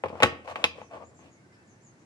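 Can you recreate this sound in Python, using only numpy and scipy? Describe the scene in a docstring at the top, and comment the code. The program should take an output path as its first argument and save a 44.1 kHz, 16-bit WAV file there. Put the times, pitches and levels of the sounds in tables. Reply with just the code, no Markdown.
"""Hand drill on a workbench.

An old hand drill bumps and slides on wooden boards in a small, quiet room. Its crank drops and clatters; a
steel rod is put down with a clack. Each contact rings modes of the boards, plus those of the frame or rod when
these land. The drill is dragged and its gears sing faintly by friction. Thin high chirps, perhaps distant
birds, come and go; one squeak near 1.52 s goes with a scrape."""
import sys
import numpy as np
from scipy import signal
from scipy.fft import rfft, irfft
from scipy.io import wavfile

SR = 44100
rng = np.random.default_rng(int(sys.argv[2]) if len(sys.argv) > 2 else 0)


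def digitize_waveform(pressure):
    """Quantize a signal to 16-bit integers and store it at the path in sys.argv[1].

    Rows of a 2-D input are taken as channels; values are limited to [-1, 1].
    """
    field = np.atleast_2d(pressure).T
    bounded = np.clip(field, -1, 1)
    quanta = np.round(bounded * 32767).astype(np.int16)
    wavfile.write(sys.argv[1], SR, quanta)


N = 90404
HZ = np.fft.rfftfreq(8192, 1 / SR)  # filter design grid

# board modes: pitch_hz, level_db, t60_s
BENCH_MODES = [(85.6, 13.5, 0.52), (214, -1, 0.22), (289.7, -3.5, 0.46), (475.6, 3.5, 0.35),
               (521, 3, 0.032), (644, -2, 0.14), (846, 0.5, 0.072), (1058, -4.5, 0.25), (1110, -1, 0.1)]
# decay of dense short modes: freq_hz, t60_s
SCATTER_DECAY = [(100, 0.3), (400, 0.064), (1200, 0.084), (4000, 0.095), (12000, 0.025)]
# room decay: freq_hz, t60_s
ROOM_DECAY = [(90, 0.36), (300, 0.67), (1000, 0.36), (3000, 0.39), (7000, 0.18), (14000, 0.12)]


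def amp(db):
    """Decibels to gain."""
    return 10 ** (np.asarray(db) / 20)


def unit(x):
    """Scale to rms 1."""
    return x / np.sqrt(np.mean(x ** 2) + 1e-20)


def read(points, hz):
    """Interpolate a table over log frequency."""
    freq_hz, value = np.transpose(points)
    return np.interp(np.log(hz + 1), np.log(freq_hz + 1), value)


def add(mix, start_s, sound):
    """Mix a sound in at start_s."""
    part = mix[:, max(round(start_s * SR), 0):][:, :sound.shape[-1]]
    part += sound[..., :part.shape[1]]


def colour(x, gain_db):
    """Minimum-phase filter, gain given on the grid HZ."""
    log_gain = np.log(amp(np.r_[gain_db, gain_db[-2:0:-1]]))
    response = np.exp(np.conj(signal.hilbert(log_gain)))[:len(HZ)]
    taps = irfft(response)[:len(HZ)]
    return signal.fftconvolve(x, taps[None], axes=1)[:, :x.shape[1]]


def shelves(bass_db, treble_db, bass_hz=450, treble_hz=1800):
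    """Shelf curve in dB: heavy contacts have more bass, hard ones more treble."""
    return bass_db / (1 + (HZ / bass_hz) ** 4) + treble_db / (1 + (treble_hz / (HZ + 1)) ** 4)


def close_pair(x, bend_s=0):
    """Close source, left leading. Bending waves lag by bend_s at 1 kHz, more in the bass."""
    # phase lead of left over right: freq_hz, lead_rad
    left_lead = [(100, 0.6), (700, 0.5), (1000, 0.82), (1400, 1.25), (2000, 2.11), (2800, 3.13),
                 (4000, 4.7), (5600, 8.47), (8000, 11.05)]
    size = 2 * len(x)
    hz = np.fft.rfftfreq(size, 1 / SR)
    left = rfft(x, size) * np.exp(-4j * np.pi * bend_s * np.sqrt(1000 * hz))
    right = left * np.exp(-1j * read(left_lead, hz))
    return irfft([left, right])[:, :len(x)]


def diffuse(size):
    """White noise from all sides, alike left and right in the bass."""
    # left-right likeness: freq_hz, correlation
    likeness = [(100, 0.99), (350, .8), (600, 0.67), (1000, 0.18), (2000, -0.5), (2800, -0.25),
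                (4500, 0.27), (12000, -0.37)]
    left, other = rfft(rng.standard_normal((2, size)))
    correlation = np.clip(read(likeness, np.fft.rfftfreq(size, 1 / SR)), -1, 1)
    right = correlation * left + np.sqrt(1 - correlation ** 2) * other
    return irfft([left, right], size)


def tail(decay, size):
    """Diffuse decay of about unit energy, each band at its own rate."""
    hz, t, bands = signal.stft(diffuse(size), SR, nperseg=256)
    tau_s = read(decay, hz)[:, None] / np.log(1000)
    fading = bands * np.exp(-t / tau_s) * np.sqrt(2 / (tau_s * SR))
    return signal.istft(fading, SR, nperseg=256)[1][:, :size]


def room_tone(level_db=-58):
    """Steady diffuse noise, mostly bass."""
    # noise spectrum: freq_hz, relative_db
    spectrum = [(25, -34), (60, -14), (108, 0), (170, -5), (340, -5.5), (460, -12), (700, -15),
                (1300, -19.5), (2000, -19), (3400, -32), (5000, -30), (7200, -30.5), (9000, -34.5),
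                (11000, -42), (13000, -62.5), (16000, -74.5)]
    return amp(level_db) * unit(colour(diffuse(N), read(spectrum, HZ)))


def reverb(x, delay_s=.008):
    """Short room reverberation, fed by the left channel."""
    # reverberation colour: freq_hz, gain_db
    tone = [(90, -20.5), (250, -12.5), (500, -17), (1200, -14), (2600, -15.5), (3900, -19), (4700, -10),
            (6500, -7.5), (14000, -9)]
    response = colour(tail(ROOM_DECAY, SR), read(tone, HZ))
    out = np.zeros((2, N))
    add(out, delay_s, signal.fftconvolve(x[:1], response, axes=1))
    return out


def chirps(direct_db=-10, echo_db=-1):
    """Thin gliding whistles, blurred by the room."""
    # whistles: start_s, length_s, start_hz, end_hz, width_hz, level_db; the one at 1.517 s is a squeak of the
    # scrape
    whistles = [(0.813, 0.057, 6660, 5770, 700, -65.5), (1.027, 0.063, 6330, 7560, 304, -64),
                (1.137, 0.058, 7170, 7650, 403, -68), (1.161, 0.048, 6360, 6490, 400, -64),
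                (1.292, 0.064, 7130, 6240, 394, -67.5), (1.517, 0.044, 5100, 5010, 700, -72),
                (1.658, 0.081, 7200, 5870, 503, -68), (1.794, 0.033, 6200, 6350, 400, -72.5),
                (1.822, 0.033, 7250, 7080, 200, -63), (1.853, 0.051, 6620, 6450, 180, -60.5),
                (1.974, 0.046, 6800, 6180, 1200, -71.5)]
    out = np.zeros((2, N))
    for start_s, length_s, start_hz, end_hz, width_hz, level_db in whistles:
        progress = np.arange(0, length_s, 1 / SR) / length_s
        lowpass = signal.butter(2, width_hz / 2, fs=SR, output="sos")
        flutter = signal.sosfilt(lowpass, rng.standard_normal(SR))[-len(progress):]
        pitch_hz = start_hz + (end_hz - start_hz) * progress
        whistle = np.sin(2 * np.pi * np.cumsum(pitch_hz) / SR)
        add(out, start_s, amp(level_db) * unit(whistle * flutter * np.sin(np.pi * progress) ** .5))
    echo = signal.fftconvolve(out, tail(ROOM_DECAY, SR), axes=1)[:, :N]
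    return amp(direct_db) * out + amp(echo_db) * echo


def gears(width_hz=14):
    """Light friction rings narrow gear resonances as the crank turns."""
    # gear catches: start_s, length_s, pitch_hz, level_db
    catches = [(1.35, 0.081, 2182, -71.5), (1.409, 0.062, 1547, -71), (1.487, 0.071, 2035, -71),
               (1.491, 0.18, 1550, -71), (1.507, .33, 1755, -73.5), (1.566, 0.072, 2640, -74.5)]
    out = np.zeros((2, N))
    for start_s, length_s, pitch_hz, level_db in catches:
        progress = np.arange(0, length_s, 1 / SR) / length_s
        resonator = signal.iirpeak(pitch_hz, pitch_hz / width_hz, SR)
        song = signal.lfilter(*resonator, diffuse(SR))[:, -len(progress):]
        add(out, start_s, amp(level_db) * unit(song * np.sin(np.pi * progress) ** .5))
    return out


def ring(modes, click_db, bend_s=.00099):
    """A click and its damped modes, carried through the boards as a bending wave."""
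    t = np.arange(SR // 2) / SR
    ringing = np.zeros(len(t))
    for pitch_hz, level_db, t60_s in modes:
        tau_s = t60_s / np.log(1000)
        ringing += amp(level_db) * 2 / (tau_s * SR) * np.exp(-t / tau_s) * np.cos(2 * np.pi * pitch_hz * t)
    return close_pair(ringing + amp(click_db) * signal.unit_impulse(len(t)), bend_s)


def slides(grains_per_s=1200, spread_db=2.5, spots=4):
    """Metal catches on wood grain: streams of tiny clicks at spots that each ring differently."""
    # sliding strokes: start_s, length_s, level_db, bass_db, treble_db
    strokes = [(0.071, 0.34, -44, 12.5, 0), (0.442, 0.025, -46, 3, 6), (0.467, 0.071, -37.5, -0.5, 3),
               (0.532, 0.15, -42.5, 4, 2), (0.74, 0.12, -48, 12.5, 6), (0.899, 0.11, -41, 1.5, -4),
               (0.997, 0.055, -43.5, 6.5, -5), (1.055, 0.15, -60.5, 15, -26),
               (1.183, 0.14, -55.5, 17.5, 12.5), (1.518, 0.06, -69, 6, 23)]
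    # friction colour: freq_hz, relative_db
    tone = [(40, -40), (90, -9), (130, -12), (400, -7.5), (560, 0), (700, 4.5), (850, -3), (1140, 1),
            (1300, -8.5), (2100, -13), (2450, -11), (4000, -24.5), (8000, -32), (15000, -56)]
    out = np.zeros((2, N))
    direct = ring(BENCH_MODES, click_db=-4)
    size = direct.shape[1]
    t = np.arange(size) / SR
    for start_s, length_s, level_db, bass_db, treble_db in strokes:
        progress = np.minimum(t / length_s, 1)
        pressure = abs(np.sin(np.pi * progress ** .8)) ** 1.1  # one arch, peaking early
        tone_db = read(tone, HZ) + shelves(bass_db, treble_db)
        for _ in range(spots):
            signs = rng.choice([-1, 1], size)
            strengths = amp(spread_db * np.minimum(rng.exponential(1, size), 3))
            caught = rng.random(size) < grains_per_s / spots / SR
            force = pressure * unit(signs * strengths * caught) / np.sqrt(spots)
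            body = colour(direct + tail(SCATTER_DECAY, size), tone_db)
            body /= np.linalg.norm(body[0])
            add(out, start_s, amp(level_db) * signal.fftconvolve(force[None], body, axes=1))
    return out


def impacts(hits, tone, modes, click_db, rattle_db, scatter_db):
    """Each hit clicks, rattles briefly and rings clear modes plus a scatter of short ones."""
    # contact rattle: freq_hz, t60_s
    rattle_decay = [(100, 0.035), (600, 0.06), (2500, 0.0062), (10000, 0.06)]
    out = np.zeros((2, N))
    direct = ring(modes, click_db)
    size = direct.shape[1]
    for start_s, level_db, bass_db, treble_db in hits:
        rattle = amp(rattle_db) * close_pair(tail(rattle_decay, size)[0])
        scatter = amp(scatter_db) * tail(SCATTER_DECAY, size)
        tone_db = read(tone, HZ) + shelves(bass_db, treble_db)
        add(out, start_s, amp(level_db) * colour(direct + rattle + scatter, tone_db))
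    return out


def bumps():
    """Light knocks of the drill, and the steel rod's tip falling on the bench, ring the boards."""
    # knocks: start_s, level_db, bass_db, treble_db
    hits = [(.0375, 14, 3, -0.5), (.0575, 8, 4, 1.5), (.0835, -10.5, -2.5, 20), (.094, -12, -1, 17.5),
            (.1003, 0, 2.5, -17.5), (.1272, 1.5, 10.5, -22), (.153, -0.5, 2, -0.5), (.173, -9, 2.5, -3.5),
            (.2025, 10.5, -4.5, 9), (.4765, 4, -19.5, 5.5), (.5575, 10, -5, 9), (.782, -6.5, -2, -7),
            (.8158, -3, 0.5, 1), (1.191, -15, -15, 1)]
    # contact colour: freq_hz, gain_db
    tone = [(40, -43), (90, -12.5), (170, -6), (300, -3.5), (500, 1.5), (1000, 0.5), (1450, -8.5),
            (1800, -12), (2500, -11.5), (4000, -29.5), (8000, -44), (15000, -55)]
    return impacts(hits, tone, BENCH_MODES, click_db=-18, rattle_db=-7.5, scatter_db=-4.5)


def rod_clack():
    """The steel rod is put down and settles; rod and boards ring."""
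    # rod contacts: start_s, level_db, bass_db, treble_db
    hits = [(.6410, 18, -1, -1), (.6470, -9, -7.5, -11), (.6515, 0.5, -1.5, -4)]
    # contact colour: freq_hz, gain_db
    tone = [(40, -23), (100, -11.5), (300, -5), (600, -5), (1050, -1.5), (1750, -4), (2400, 5), (3000, 1),
            (3900, -6), (4500, -13), (5600, -12.5), (8000, -27), (10500, -22), (15000, -51.5)]
    # rod modes: pitch_hz, level_db, t60_s
    rod_modes = [(1036, 4, 0.067), (2370, -5, 0.025), (2593, 7, 0.023), (3552, -1, 0.028),
                 (3935, 11.5, 0.016), (4520, -20, 0.057), (5960, -14, 0.048), (6620, 10, 0.055)]
    return impacts(hits, tone, BENCH_MODES + rod_modes, click_db=-12, rattle_db=-6.5, scatter_db=-5.5)


def crank_drop():
    """The crank drops, lands and clatters; drill frame and boards ring."""
    # crank contacts: start_s, level_db, bass_db, treble_db
    hits = [(.22377, 23, -10.5, -8.5), (.22718, 16, -10, -9), (.23176, 22, 5.5, 2), (.23505, 22.5, 6, -1.5),
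            (.23879, 17.5, 2, -10.5), (.24268, 2.5, -9.5, -7), (.24472, 10.5, -9, -3), (.2495, 9, -3.5, -4),
            (.2595, 8, -0.5, -6)]
    # contact colour: freq_hz, gain_db
    tone = [(40, -46.5), (90, -9.5), (130, -3), (200, -6), (340, -7), (405, -5), (490, 2), (570, -6.5),
            (800, -2.5), (1010, -13), (1170, -5), (1600, -3), (1900, 0.5), (2150, -3), (2700, 1.5),
            (4200, -16.5), (8000, -26.5), (15000, -44.5)]
    # drill frame modes: pitch_hz, level_db, t60_s
    frame_modes = [(360, 5, 0.28), (467.4, 11, 0.16), (696, -0.5, 0.066), (802, 9.5, 0.14), (928, 0, .3),
                   (1104, 7.5, 0.025), (1269.4, 4.5, 0.086), (1313, 0, 0.12), (1495, 0.5, .18),
                   (1660, -2, .28), (1878, 0.5, 0.23), (1970, -4.5, 0.043), (2570, 0.5, 0.027),
                   (2580, 2.5, 0.13), (3832, 11.5, 0.021)]
    return impacts(hits, tone, BENCH_MODES + frame_modes, click_db=-6, rattle_db=-5, scatter_db=-9)


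def scene(rod_send_db=-1):
    """Contacts and slides slightly left, with reverberation, gears, chirps and room tone."""
    # level of left over right: freq_hz, gain_db
    balance = [(90, 1.5), (300, 4.5), (500, 3), (1000, 4), (2000, 2), (3000, -2.5), (10000, 4.5)]
    handling = bumps() + slides()
    crank = crank_drop()
    rod = rod_clack()
    tool = handling + crank + rod
    lean_db = read(balance, HZ) / 2
    close = np.vstack([colour(tool[:1], lean_db), colour(tool[1:], -lean_db)])
    echo = reverb(handling + crank + amp(rod_send_db) * rod)
    return close + echo + gears() + chirps() + room_tone()


def record(dry, ceiling=.75, low_cut_hz=66, high_cut_hz=15900):
    """Soft overload on the hardest peaks, bass cut, band limit."""
    clipped = dry / (1 + (dry / ceiling) ** 4) ** .25
    highpass = signal.butter(4, low_cut_hz, "high", fs=SR, output="sos")
    lowpass = signal.firwin(511, high_cut_hz, window=("kaiser", 9), fs=SR)
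    return signal.oaconvolve(signal.sosfilt(highpass, clipped), lowpass[None], "same")


dry = scene()
out = record(dry)
digitize_waveform(out)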